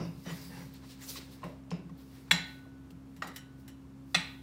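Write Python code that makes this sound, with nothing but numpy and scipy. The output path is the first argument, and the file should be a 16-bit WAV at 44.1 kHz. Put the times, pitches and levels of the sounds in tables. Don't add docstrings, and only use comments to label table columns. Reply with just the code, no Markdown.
import sys
import numpy as np
from scipy import signal
from scipy.fft import rfft, irfft, next_fast_len
from scipy.io import wavfile
from scipy.ndimage import uniform_filter1d

SR = 44100
rng = np.random.default_rng(int(sys.argv[2]) if len(sys.argv) > 2 else 0)


def voltage_ratio(decibels):
    exponent = np.asarray(decibels, float) / 20
    return 10 ** exponent


def to_wav(s):
    ch = np.atleast_2d(s).T
    pcm = np.round(np.clip(ch, -1, 1) * 32767)
    wavfile.write(sys.argv[1], SR, pcm.astype(np.int16))


N = 194920

# (multiple of the shaft rate [1], level [dB rms])
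MOTOR_ORDERS = [(1, -59.5), (2, -58), (3, -63.5), (4, -53.5), (5, -76.5)]
SHAFT_HZ = 67.06
# (frequency [Hz], density [dB per Hz])
AIR_SPECTRUM = [(22, -32), (65, -7), (142, -4), (330, -12.5), (640, -22.5), (980, -22.5), (2080, -32),
                (16400, -47)]
AIR_DB = -57
# (frequency [Hz], decay time t60 [s])
GARAGE_DECAY = [(200, 0.23), (1000, 0.31), (3000, 0.54), (8000, 0.22), (16000, .2)]
ROOM_DB = -28

# (frequency [Hz], density [dB per Hz])
CLOTH_SPECTRUM = [(3530, -14.5), (4800, -3), (6530, -8), (7600, -9), (9500, -6), (11400, -7.5), (15200, -8),
                  (16400, -3.5)]
# (time of the peak [s], half length [s], level [dB])
ARM_MOVES = [(.05, 0.18, -69), (.3, 0.13, -59.5), (.42, .15, -57.5), (.6, 0.1, -65.5), (.745, 0.045, -66.5),
             (.86, 0.036, -66), (.915, 0.037, -61), (1.035, 0.046, -52.5), (1.098, 0.037, -43.5),
             (1.135, .02, -54), (1.172, 0.026, -51.5), (1.25, 0.067, -64.5), (1.335, 0.038, -60),
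             (1.47, 0.054, -68), (2.02, .06, -72.5), (2.16, 0.16, -67), (2.35, .08, -71), (2.5, .1, -65.5),
             (3.2, .2, -75), (3.348, 0.016, -64), (3.6, 0.048, -73), (4.12, 0.079, -67.5),
             (4.3, 0.17, -68.5)]
# (time [s], level [dB], decay time t60 [s])
SEAM_SNAPS = [
    (0.739, -42, 0.014),
    (1.976, -61, 0.49),
    (2.14, -61, .1),
]
RISE_SHARE = 0.55
SKIRT = 1.3

# (frequency [Hz], density [dB per Hz])
SCRAPE_SPECTRUM = [(180, -23), (320, -10), (512, -7), (676, -23.5), (839, -10.5), (1430, -16.5),
                   (1930, -12), (5000, -38.5)]
HISS_SPECTRUM = [(1410, -44.5), (2400, -1), (3080, -7), (4060, -2.5), (5380, -8.5), (7060, -15), (9000, -6),
                 (12500, -32.5)]
# (time of the peak [s], half length [s], scrape level [dB], hiss over scrape [dB])
RUBBER_STROKES = [(0, 0.07, -57, -25), (0.19, 0.1, -79, 12), (0.266, 0.014, -49.5, -9),
                  (0.306, 0.041, -47, -5), (0.408, 0.12, -59, -2), (0.576, 0.15, -57.5, -4),
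                  (0.753, 0.03, -65.5, 6.5), (0.84, 0.031, -63, 1.5), (0.912, 0.042, -60, 5.5),
                  (1.024, 0.052, -60, 3.5), (1.103, 0.045, -56.5, 5), (1.164, 0.026, -61, 13),
                  (1.217, 0.06, -56.5, 0), (1.322, 0.068, -63.5, 0.5), (1.454, 0.094, -62.5, -1),
                  (1.998, 0.051, -69, 3.5), (2.156, 0.092, -63.5, -1), (2.286, 0.032, -64.5, -3)]
# (time of the peak [s], half length [s], level [dB])
WALL_LEANS = [
    (0, 0.065, -33),
    (.09, 0.022, -39.5),
    (.178, 0.036, -46.5),
    (.277, 0.011, -37),
    (.325, 0.029, -35.5),
    (.47, 0.1, -49.5),
    (.61, 0.12, -48),
    (1.215, 0.028, -51),
    (1.93, 0.022, -52),
    (2.27, .02, -54),
]
# (time of the centre [s], half length [s], frequency [Hz], width [Hz], level [dB rms])
RUBBED_MODES = [(0.309, 0.046, 1950, 74, -52), (0.335, 0.036, 680, 22, -61),
                (0.293, 0.031, 3000, 73, -53.5), (0.33, 0.044, 3500, 240, -66),
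                (0.42, 0.096, 5000, 390, -59.5), (0.537, 0.037, 1800, 35, -58), (0.57, 0.072, 853, 72, -58),
                (0.5, 0.12, 2300, 50, -85), (0.555, 0.042, 2700, 45, -63), (0.567, 0.066, 1600, 22, -62.5),
                (0.284, .025, 5780, 90, -56), (0.6, 0.09, 5700, 100, -67.5), (0.324, 0.026, 1200, 60, -57),
                (.315, 0.011, 970, 51, -59), (0.513, 0.017, 515, 44, -55.5),
                (1.025, 0.024, 1880, 320, -57.5), (1.04, .025, 7100, 1500, -53),
                (1.105, 0.02, 4500, 970, -50), (1.175, 0.016, 4540, 950, -46.5),
                (.03, 0.035, 5500, 130, -58), (0.065, .025, 3690, 80, -66), (0.057, .03, 4720, 37, -61.5),
                (.05, 0.068, 2830, 37, -65), (0.57, .07, 4800, 64, -67), (0.314, .02, 6950, 40, -58),
                (0.305, 0.045, 3750, 41, -60), (0.46, .05, 4670, 60, -62), (.45, .05, 7680, 50, -68),
                (1.1, .02, 3400, 130, -60), (1.095, 0.014, 6000, 60, -49), (1.17, .025, 4000, 70, -55),
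                (1.17, 0.017, 1960, 70, -55.5), (.84, .01, 1000, 80, -61)]

# (time [s], peak level [dB], dull part [dB], sharp part [dB], bright part [dB])
SMALL_CONTACTS = [(0.2586, -43, -3.5, -9, -18), (1.438, -32, -14, -20, -11.5), (1.7055, -55.5, -25, 15, -7),
                  (1.7156, -47, 4.5, -14, -30), (1.7892, -52, -3, -11, -28.5), (1.8933, -51, -8, -10, -27),
                  (2.6562, -57, -1, -21, -20.5), (2.9042, -51.5, -15.5, -0.5, 3.5),
                  (3.163, -56.5, -15, 1, 7), (3.2389, -49, -10, -15, -15), (3.271, -37.5, -12, -25, -1),
                  (3.311, -40, -30, -27, -20), (3.36, -40.5, -25, 1.5, 10), (3.679, -49, -33, -7, 9)]
RUBBER_HZ, STEEL_HZ = 1090, 2710

# (frequency [Hz], decay time t60 [s])
BAR_MODES = [(1485, 1.2), (3999, .47)]
# (time [s], level of the low mode [dB], level of the high mode [dB])
BAR_STRIKES = [
    (1.715, -68, -70),
    (2.311, -45.5, -37.5),
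    (3.362, -60.5, -69),
    (3.678, -85, -71),
    (4.145, -56, -38.5),
]
# (frequency [Hz], level [dB], decay time t60 [s])
TIP_MODES = [(1910, -0.5, 0.21), (2960, -6, 0.37), (3900, -3.5, 0.17), (5360, -24, 0.15), (5630, -4, 0.17),
             (6900, -17, 0.34), (7700, -5, 0.17), (9800, -13, 0.25), (10900, -15, 0.2), (12500, -14, 0.064),
             (14000, -2, 0.075)]
# (time [s], level [dB])
TIP_TICKS = [
    (3.164, -65.5),
    (3.225, -58),
    (3.24, -62),
    (3.272, -55.5),
    (3.361, -50),
    (3.678, -57.5),
]
# (time [s], level [dB], frequency [Hz], decay time t60 [s])
BEAD_PATS = [(1.157, -39, 1090, 0.048), (1.187, -40, 380, .025), (1.421, -44, 1000, 0.018),
             (1.4395, -50, 560, .012), (1.637, -61, 5630, .015), (1.68, -50, 600, .02),
             (1.8965, -46, 1050, .04), (1.899, -58, 1900, .03), (1.707, -49, 7000, .02),
             (1.719, -39, 261, .07), (2.318, -48, 65, .12), (3.272, -50, 6950, .03),
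             (3.272, -54, 8500, .03), (4.153, -50, 60, .12), (2.3145, -36, 620, 0.042),
             (3.2235, -42, 686, 0.036), (2.3133, -24.5, 475, .012), (2.652, -54, 1100, 0.047),
             (3.2232, -38, 567, .012), (4.1491, -23, 500, .014)]
# (time [s], level [dB], frequency [Hz], decay time t60 [s])
RIM_PINGS = [(3.361, -49, 3031, .22), (3.361, -51, 1879, .17), (3.361, -58, 6912, .18),
             (3.361, -60, 5733, .3), (3.361, -62, 5636, .3), (3.361, -57, 3779, .15),
             (3.224, -56, 1933, .4), (3.224, -54, 1168, .4), (3.224, -54, 845, .4),
             (1.7156, -53, 5240, .08), (2.314, -54, 4813, .4), (2.314, -50, 7370, .29),
             (2.3145, -35, 7506, .07), (4.1493, -43, 3542, .18), (4.1493, -57, 5030, .45),
             (4.1493, -55, 6955, .34), (4.1493, -57, 6915, .3), (4.1493, -58, 8603, .28),
             (4.1493, -53, 7940, .3), (4.1493, -60, 9400, .25), (4.1493, -44, 2592, .33),
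             (4.1493, -46, 3368, .34)]

# (frequency [Hz], level [dB], decay time t60 [s])
HOLLOW_MODES = [(164.2, 7, 0.15), (179, 7, 0.15)]
# (time [s], level [dB], damping [divides the modes' t60], wall thud [dB])
HOLLOW_PUSHES = [
    (1.438, -44.5, 0.59, -63),
    (1.719, -30, 1.27, -26.5),
    (1.785, -39.5, 2, -43),
    (1.845, -47, 0.81, -56),
    (1.905, -48, 0.94, -50),
    (2.316, -37.5, 0.44, -30),
    (2.923, -51, 0.86, -69),
    (3.169, -55, 0.67, -63),
    (3.252, -50.5, 0.91, -42),
    (4.152, -40, 0.59, -38),
]

# (frequency [Hz], level [dB], decay time t60 [s])
EARLIER_TAIL = [(338, 6, 0.45), (527, -1.5, 0.56), (1000, -6, 0.53), (1280, -10, 0.4), (2120, -13, 0.39),
                (2640, -13, 0.57), (3770, -21, 0.68), (4940, -15, 0.61), (5100, -17, 0.64),
                (5900, -19, 0.46), (7350, -31, 0.26)]
EARLIER_DB = -44
# (crack [dB], tail [dB], grit [dB], ring time of the tail modes [s], top set by contact softness [Hz])
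BLOWS = [
    (-39.5, -47, -38, 0.019, 2100),
    (-28.5, -47.5, -64, 0.013, 2900),
    (-17, -30, -25.5, 0.024, 14000),
    (-28, -47, -33.5, 0.018, 4500),
    (-22.5, -36.5, -21.5, 0.013, 7140),
]
# (time [s], level [dB])
BLOW_TOUCHES = [
    [(1.4313, -2), (1.4328, 0)],
    [(1.7148, -5), (1.7156, 0)],
    [(2.3099, -7), (2.3115, -5), (2.3131, -8), (2.3141, 0), (2.3156, -9)],
    [(3.2205, -10), (3.2220, -3), (3.2232, 0)],
    [(4.1449, -7), (4.1468, -5), (4.1481, -8), (4.1494, 0), (4.1543, -10)],
]
# (frequency [Hz], level [dB], decay time t60 [s])
KNOCK_CRACKS = [
    [(1055, -1.5, 0.051), (1900, -9, 0.028), (2760, -3, 0.033)],
    [(1060, -6.5, 0.029), (2640, -14, 0.071), (5270, -6, 0.027)],
    [(1294, 0, 0.018), (1875, -4, 0.031), (2760, -12, 0.013), (3870, -20, 0.016), (4300, -19, 0.037),
     (5300, -17, 0.081), (7000, -16, 0.012)],
]
# (frequency [Hz], level [dB], decay time t60 [s])
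KNOCK_RINGS = [
    [(590, 2.5, 1.3), (1040, -6.5, 0.65), (1460, -30, 1.2), (1960, -12, 0.37), (2320, -18, 0.45),
     (2700, -11, 0.33), (3800, -19, 0.39)],
    [(404, -1.5, .4), (530, -12, 0.27), (716, -18, .4), (1055, -12.5, 0.54), (1870, -18, .4),
     (2250, -11, 0.38), (2680, -9, 0.42), (3740, -20, 0.4), (4610, -18, .3), (5130, -12, 0.31),
     (6900, -16, 0.17), (8500, -27, 0.1)],
    [(850, 3, 0.24), (1284, 4, 0.38), (1790, -20, 0.5), (1950, -3, 0.65), (2440, -8, 0.16),
     (3930, -9.5, 0.7), (4730, -14, .4), (5160, -18, 0.45), (6950, -8, 0.099)],
]
WHEEL_MODE_HZ = [867, 1222, 1470, 1855, 2030, 2135, 2175, 2277, 2450, 2677, 2840, 3385, 3465, 3780]
WHEEL_LEVELS = [
    [-12.5, -24.5, -21.5, -6.5, -11, -5.5, -11, -30, -24, -13.5, -16, -8, -19.5, -15.5],
    [-12, -12.5, -17, -8, -13, -4, -10, -17.5, -5.5, -4.5, -12, -5.5, -16, -5.5],
]
LEVER_MODE_HZ = [3967, 4000, 4130, 4815, 5453, 5728, 5860, 6920, 7500, 7980, 8600, 9400, 11060]
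LEVER_LEVELS = [
    [-12, -19, -9.5, -15, -13.5, -14, -22.5, -12, -13.5, -33, -32.5, -27, -21],
    [-19, -11, -8, -14, -16, -11.5, -14, -22, -29, -10.5, -24, -18, -33],
]
# (frequency [Hz], decay time t60 [s])
CLANG_DECAY = [(800, .6), (2000, 0.45), (4000, 0.47), (5000, 0.28), (12000, 0.28)]
CLANG_CRACK_PITCHES = [
    [890, 1437, 1791, 2147, 2677, 2854, 3379, 3843, 4110, 4820, 5573, 7525],
    [728, 1389, 1911, 2154, 2351, 2592, 3497, 4068, 4793, 5900, 7888, 8595],
]
# (level [dB], decay time t60 [s])
CLANG_CRACK_LEVELS = [
    [(-7.5, 0.014), (-2, 0.011), (1.5, 0.026), (3.5, 0.022), (-6, 0.033), (-10.5, 0.05), (-1.5, 0.065),
     (-4, .05), (-6.5, 0.06), (-16.5, 0.076), (-17, 0.05), (-14, 0.087)],
    [(-3, 0.022), (-4, 0.083), (2.5, 0.01), (-3, 0.1), (-21, 0.021), (-4, 0.093), (-0.5, 0.03), (0, 0.079),
     (-6, 0.023), (-8.5, 0.028), (-8, 0.046), (-3.5, 0.0084)],
]
SINGING_PITCHES = [
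    [866, 1852, 2075, 2155, 2175, 2677, 3381, 3831, 3966, 4140, 5453, 6891, 7500],
    [867, 1222, 1836, 1903, 2026, 2174, 2273, 2369, 2453, 2677, 3404, 3763, 5841, 8000],
]
# (level [dB], decay time t60 [s])
SINGING_LEVELS = [
    [(-46.5, 0.51), (-39, .45), (-51.5, 0.72), (-40, .37), (-38, 0.44), (-42.5, .4), (-40.5, 0.25),
     (-49, .43), (-36, .44), (-43, .25), (-52, .37), (-48.5, 0.38), (-42, .2)],
    [(-49, 0.51), (-47, 0.38), (-39.5, 0.34), (-47.5, 0.58), (-42, 0.34), (-39, .33), (-46, .37),
     (-46, 0.39), (-39, 0.34), (-43, .33), (-44, 0.34), (-51, 0.46), (-55, .36), (-55, 0.35)],
]
FILL_DB, FILL_RING_S = -10.5, 0.003
TOP_HZ, LOW_CUT_HZ = 16150, 30


def rms_one(x):
    return x / np.sqrt(np.mean(x ** 2) + 1e-20)


def at_hz(points, hz):
    table = np.array(points)
    return np.interp(np.log(hz), np.log(table[:, 0]), table[:, 1])


def band(x, low_hz, high_hz):
    sos = signal.butter(2, [low_hz, min(high_hz, .45 * SR)], "band", fs=SR, output="sos")
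    return signal.sosfilt(sos, x)


def add(out, s, sound):
    at = round(s * SR)
    out[at:at + len(sound)] += sound[:N - at]


def drift(rate_hz):
    r = np.exp(-80 * np.pi * rate_hz / SR)
    white = rng.standard_normal(N // 40 + 2002)
    slow = signal.lfilter([1], [1, -2 * r, r * r], white)[2000:]
    return np.interp(np.arange(N) / 40, np.arange(len(slow)), rms_one(slow))


def swells(rows):
    t, out = np.arange(N) / SR, np.zeros(N)
    for s, half, db in rows:
        length = np.where(t < s, RISE_SHARE * half, half)
        out += voltage_ratio(db) * np.exp(-np.abs((t - s) / length) ** SKIRT)
    return out


def noise(spectrum, patchy_db, grain_db):
    grain = np.minimum(rng.exponential(1, (2, N)), 4)
    source = rng.standard_normal((2, N)) * voltage_ratio(grain_db * grain)
    together = drift(14)
    first_hz, last_hz = spectrum[0][0], spectrum[-1][0]
    edges = first_hz * 2 ** np.arange(0, np.log2(last_hz / first_hz) + .3, 1 / 3)
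    out = np.zeros(N)
    for k, (low, high) in enumerate(zip(edges, edges[1:])):
        level_db = at_hz(spectrum, np.sqrt(low * high)) + patchy_db * (together + drift(12.0))
        out += voltage_ratio(level_db) * band(source[k % 2], low, high)
    return rms_one(out)


def ring(clicks, hz, t60):
    r, w = voltage_ratio(-60 / (max(t60, .002) * SR)), 2 * np.pi * hz / SR
    return signal.lfilter([0, np.sin(w)], [1, -2 * r * np.cos(w), r * r], clicks + 1e-18)


def strike(clicks, modes, longest):
    return sum((-1) ** k * voltage_ratio(db) * ring(clicks, hz, min(t60, longest))
               for k, (hz, db, t60) in enumerate(modes))


def linger(modes, blur):
    t, out = np.arange(SR) / SR, 0
    for hz, db, t60 in modes:
        t60 = min(t60, 1.6 * at_hz(GARAGE_DECAY, hz))
        feed = rng.standard_normal(SR) * voltage_ratio(-60 * t / t60)
        energy = np.sqrt(t60 / 4 / np.log(1000))
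        for ring_s, share_db in (blur, 0), (FILL_RING_S, FILL_DB):
            out = out + voltage_ratio(db + share_db) * rms_one(ring(feed, hz, ring_s)) * energy
    return out


def room_air():
    return voltage_ratio(AIR_DB) * noise(AIR_SPECTRUM, patchy_db=.25, grain_db=0)


def hum():
    phase = 2 * np.pi * np.cumsum(SHAFT_HZ + .25 * drift(1.0)) / SR
    out = np.zeros(N)
    for k, db in MOTOR_ORDERS:
        height = np.sqrt(2) * voltage_ratio(db + .8 * drift(3))
        out += height * np.sin(k * phase + rng.uniform(0, 2 * np.pi))
    return out


def garage(x):
    size = next_fast_len(N + SR)
    hz = np.maximum(np.arange(size // 2 + 1) * SR / size, 1)
    t60, answer = np.maximum(at_hz(GARAGE_DECAY, hz), .05), 0
    for k, lag in enumerate(np.geomspace(.009, .047, num=12)):
        loop = voltage_ratio(-60 * lag / t60) * np.exp(-2j * np.pi * hz * round(lag * SR) / SR)
        answer = answer + (-1) ** k * loop / (1 - loop)
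    return irfft(rfft(x, size) * answer, size)[:N]


def sleeves():
    out = swells(ARM_MOVES) * noise(CLOTH_SPECTRUM, patchy_db=1.0, grain_db=4.0)
    t = np.arange(SR // 4) / SR
    for s, db, t60 in SEAM_SNAPS:
        add(out, s, voltage_ratio(db - 60 * t / t60) * band(rng.standard_normal(len(t)), 11800, 16400))
    return out


def rubber_friction():
    scrape = swells([(s, half, db) for s, half, db, over_db in RUBBER_STROKES])
    hiss = swells([(s, half, db + over_db) for s, half, db, over_db in RUBBER_STROKES])
    rough = scrape * noise(SCRAPE_SPECTRUM, patchy_db=1.4, grain_db=3.0)
    return rough + hiss * band(noise(HISS_SPECTRUM, patchy_db=0.4, grain_db=5.0), 2700, 8000)


def rumble():
    hollow = rms_one(band(ring(rng.standard_normal(N), 169.4, 0.16), 120, 190))
    evenness = np.sqrt(uniform_filter1d(hollow ** 2, size=1200) + .1)
    return swells(WALL_LEANS) * hollow / evenness


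def rubbed_rim():
    out, t = np.zeros(N), np.arange(2 * SR) / SR
    for s, half, hz, width, db in RUBBED_MODES:
        t60 = np.log(1000) / np.pi / width
        rubbed = rms_one(ring(rng.standard_normal(len(t)), hz, t60))
        rubbed /= np.sqrt(uniform_filter1d(rubbed ** 2, size=900) + .2)
        out[:len(t)] += voltage_ratio(db) * np.exp(-((t - s) / half) ** 2) * rubbed
    return out


def knocks():
    out, t = np.zeros(N), np.arange(SR // 4) / SR
    for s, db, dull_db, sharp_db, bright_db in SMALL_CONTACTS:
        hz = STEEL_HZ if bright_db > dull_db + 10 else RUBBER_HZ
        grit = rng.standard_normal((3, len(t))) * (1 - np.exp(-t / 0.0009))
        sound = .12 * ring(grit[0] * voltage_ratio(-60 * t / .02), hz, .015)
        sound += 0.92 * band(grit[0], 500, 2100) * voltage_ratio(-60 * t / 0.089)
        sound += 9.8 * voltage_ratio(dull_db) * band(grit[1], 180, 597) * voltage_ratio(-60 * t / 0.26)
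        sound += 2.0 * voltage_ratio(sharp_db) * band(grit[1], 2100, 5640) * voltage_ratio(-60 * t / 0.054)
        sound += 0.45 * voltage_ratio(bright_db) * band(grit[2], 4100, 16000) * voltage_ratio(-60 * t / 0.076)
        add(out, s, voltage_ratio(db - 3.5) * sound)
    return out


def bar():
    out, click = np.zeros(N), np.eye(1, SR)[0]
    for s, *levels_db in BAR_STRIKES:
        modes = [(hz, db, t60) for (hz, t60), db in zip(BAR_MODES, levels_db)]
        add(out, s, strike(click, modes, 1.5))
    for s, db in TIP_TICKS:
        add(out, s, voltage_ratio(db) * linger(TIP_MODES, blur=.009))
    for s, db, hz, t60 in BEAD_PATS + RIM_PINGS:
        add(out, s, voltage_ratio(db) * band(ring(click, hz, t60), 1.0 * hz, 2.0 * hz))
    return out


def booms():
    out, push, t = np.zeros(N), np.eye(1, SR)[0], np.arange(SR) / SR
    for s, db, damping, thud_db in HOLLOW_PUSHES:
        thud = band(rng.standard_normal(SR), 199.85, 330) * voltage_ratio(-60 * t / 0.81)
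        modes = [(hz, level_db, t60 / damping) for hz, level_db, t60 in HOLLOW_MODES]
        add(out, s, voltage_ratio(db) * strike(push, modes, 1) + voltage_ratio(thud_db) * thud)
    return out


def hardest_touch(touches):
    return max(touches, key=lambda touch: touch[1])[0]


def singing():
    out = np.zeros(N)
    for touches, pitches, levels in zip(BLOW_TOUCHES[2::2], SINGING_PITCHES, SINGING_LEVELS):
        modes = [(hz, db, t60) for hz, (db, t60) in zip(pitches, levels)]
        add(out, hardest_touch(touches), strike(np.eye(1, SR)[0], modes, 1))
    return out


def clang_modes(which):
    levels = WHEEL_LEVELS[which] + LEVER_LEVELS[which]
    return [(hz, db, at_hz(CLANG_DECAY, hz)) for hz, db in zip(WHEEL_MODE_HZ + LEVER_MODE_HZ, levels)]


def clang_crack(which):
    return [(hz, db, t60) for hz, (db, t60) in zip(CLANG_CRACK_PITCHES[which], CLANG_CRACK_LEVELS[which])]


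def clangs():
    out, tails, t = np.zeros(N), np.zeros(N), np.arange(SR) / SR
    add(tails, 0, voltage_ratio(EARLIER_DB) * linger(EARLIER_TAIL, blur=0.012))
    cracks = [*KNOCK_CRACKS[:2], clang_crack(0), KNOCK_CRACKS[2], clang_crack(1)]
    modes = [*KNOCK_RINGS[:2], clang_modes(0), KNOCK_RINGS[2], clang_modes(1)]
    for blow, touches, crack, rings in zip(BLOWS, BLOW_TOUCHES, cracks, modes):
        crack_db, tail_db, grit_db, blur, top_hz = blow
        start, hardest = touches[0][0], hardest_touch(touches)
        clicks = np.zeros(SR)
        for k, (s, db) in enumerate(touches):
            add(clicks, s - start, [(-1) ** k * voltage_ratio(db)])
        body = strike(clicks, crack, 0.068) + voltage_ratio(5.0) * strike(clicks, crack, 0.0011)
        growth = np.minimum(t / (hardest - start), 1)
        spray = rng.standard_normal(SR) * voltage_ratio(-60 * t / 0.066) * growth
        add(out, start, voltage_ratio(crack_db) * band(body, 530, top_hz) + voltage_ratio(grit_db) * band(spray, 1200, top_hz))
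        add(tails, hardest + .003, voltage_ratio(tail_db) * linger(rings, blur))
    return out, tails


def scene():
    background = room_air() + hum() + sleeves()
    friction = rubber_friction() + rumble() + rubbed_rim()
    cracks, tails = clangs()
    blows = cracks + knocks()
    resonances = bar() + booms() + singing()
    return (background + friction + resonances + blows + tails + voltage_ratio(ROOM_DB) * garage(blows))[None]


def roll_off(x):
    return signal.sosfilt(signal.butter(12, 16520, fs=SR, output="sos"), x)


def record(dry):
    cut = signal.sosfilt(signal.cheby2(16, 50, TOP_HZ, fs=SR, output="sos"), dry)
    cut = signal.sosfilt(signal.butter(2, LOW_CUT_HZ, "high", fs=SR, output="sos"), cut)
    return roll_off(cut)


dry = scene()
out = record(dry)
to_wav(out)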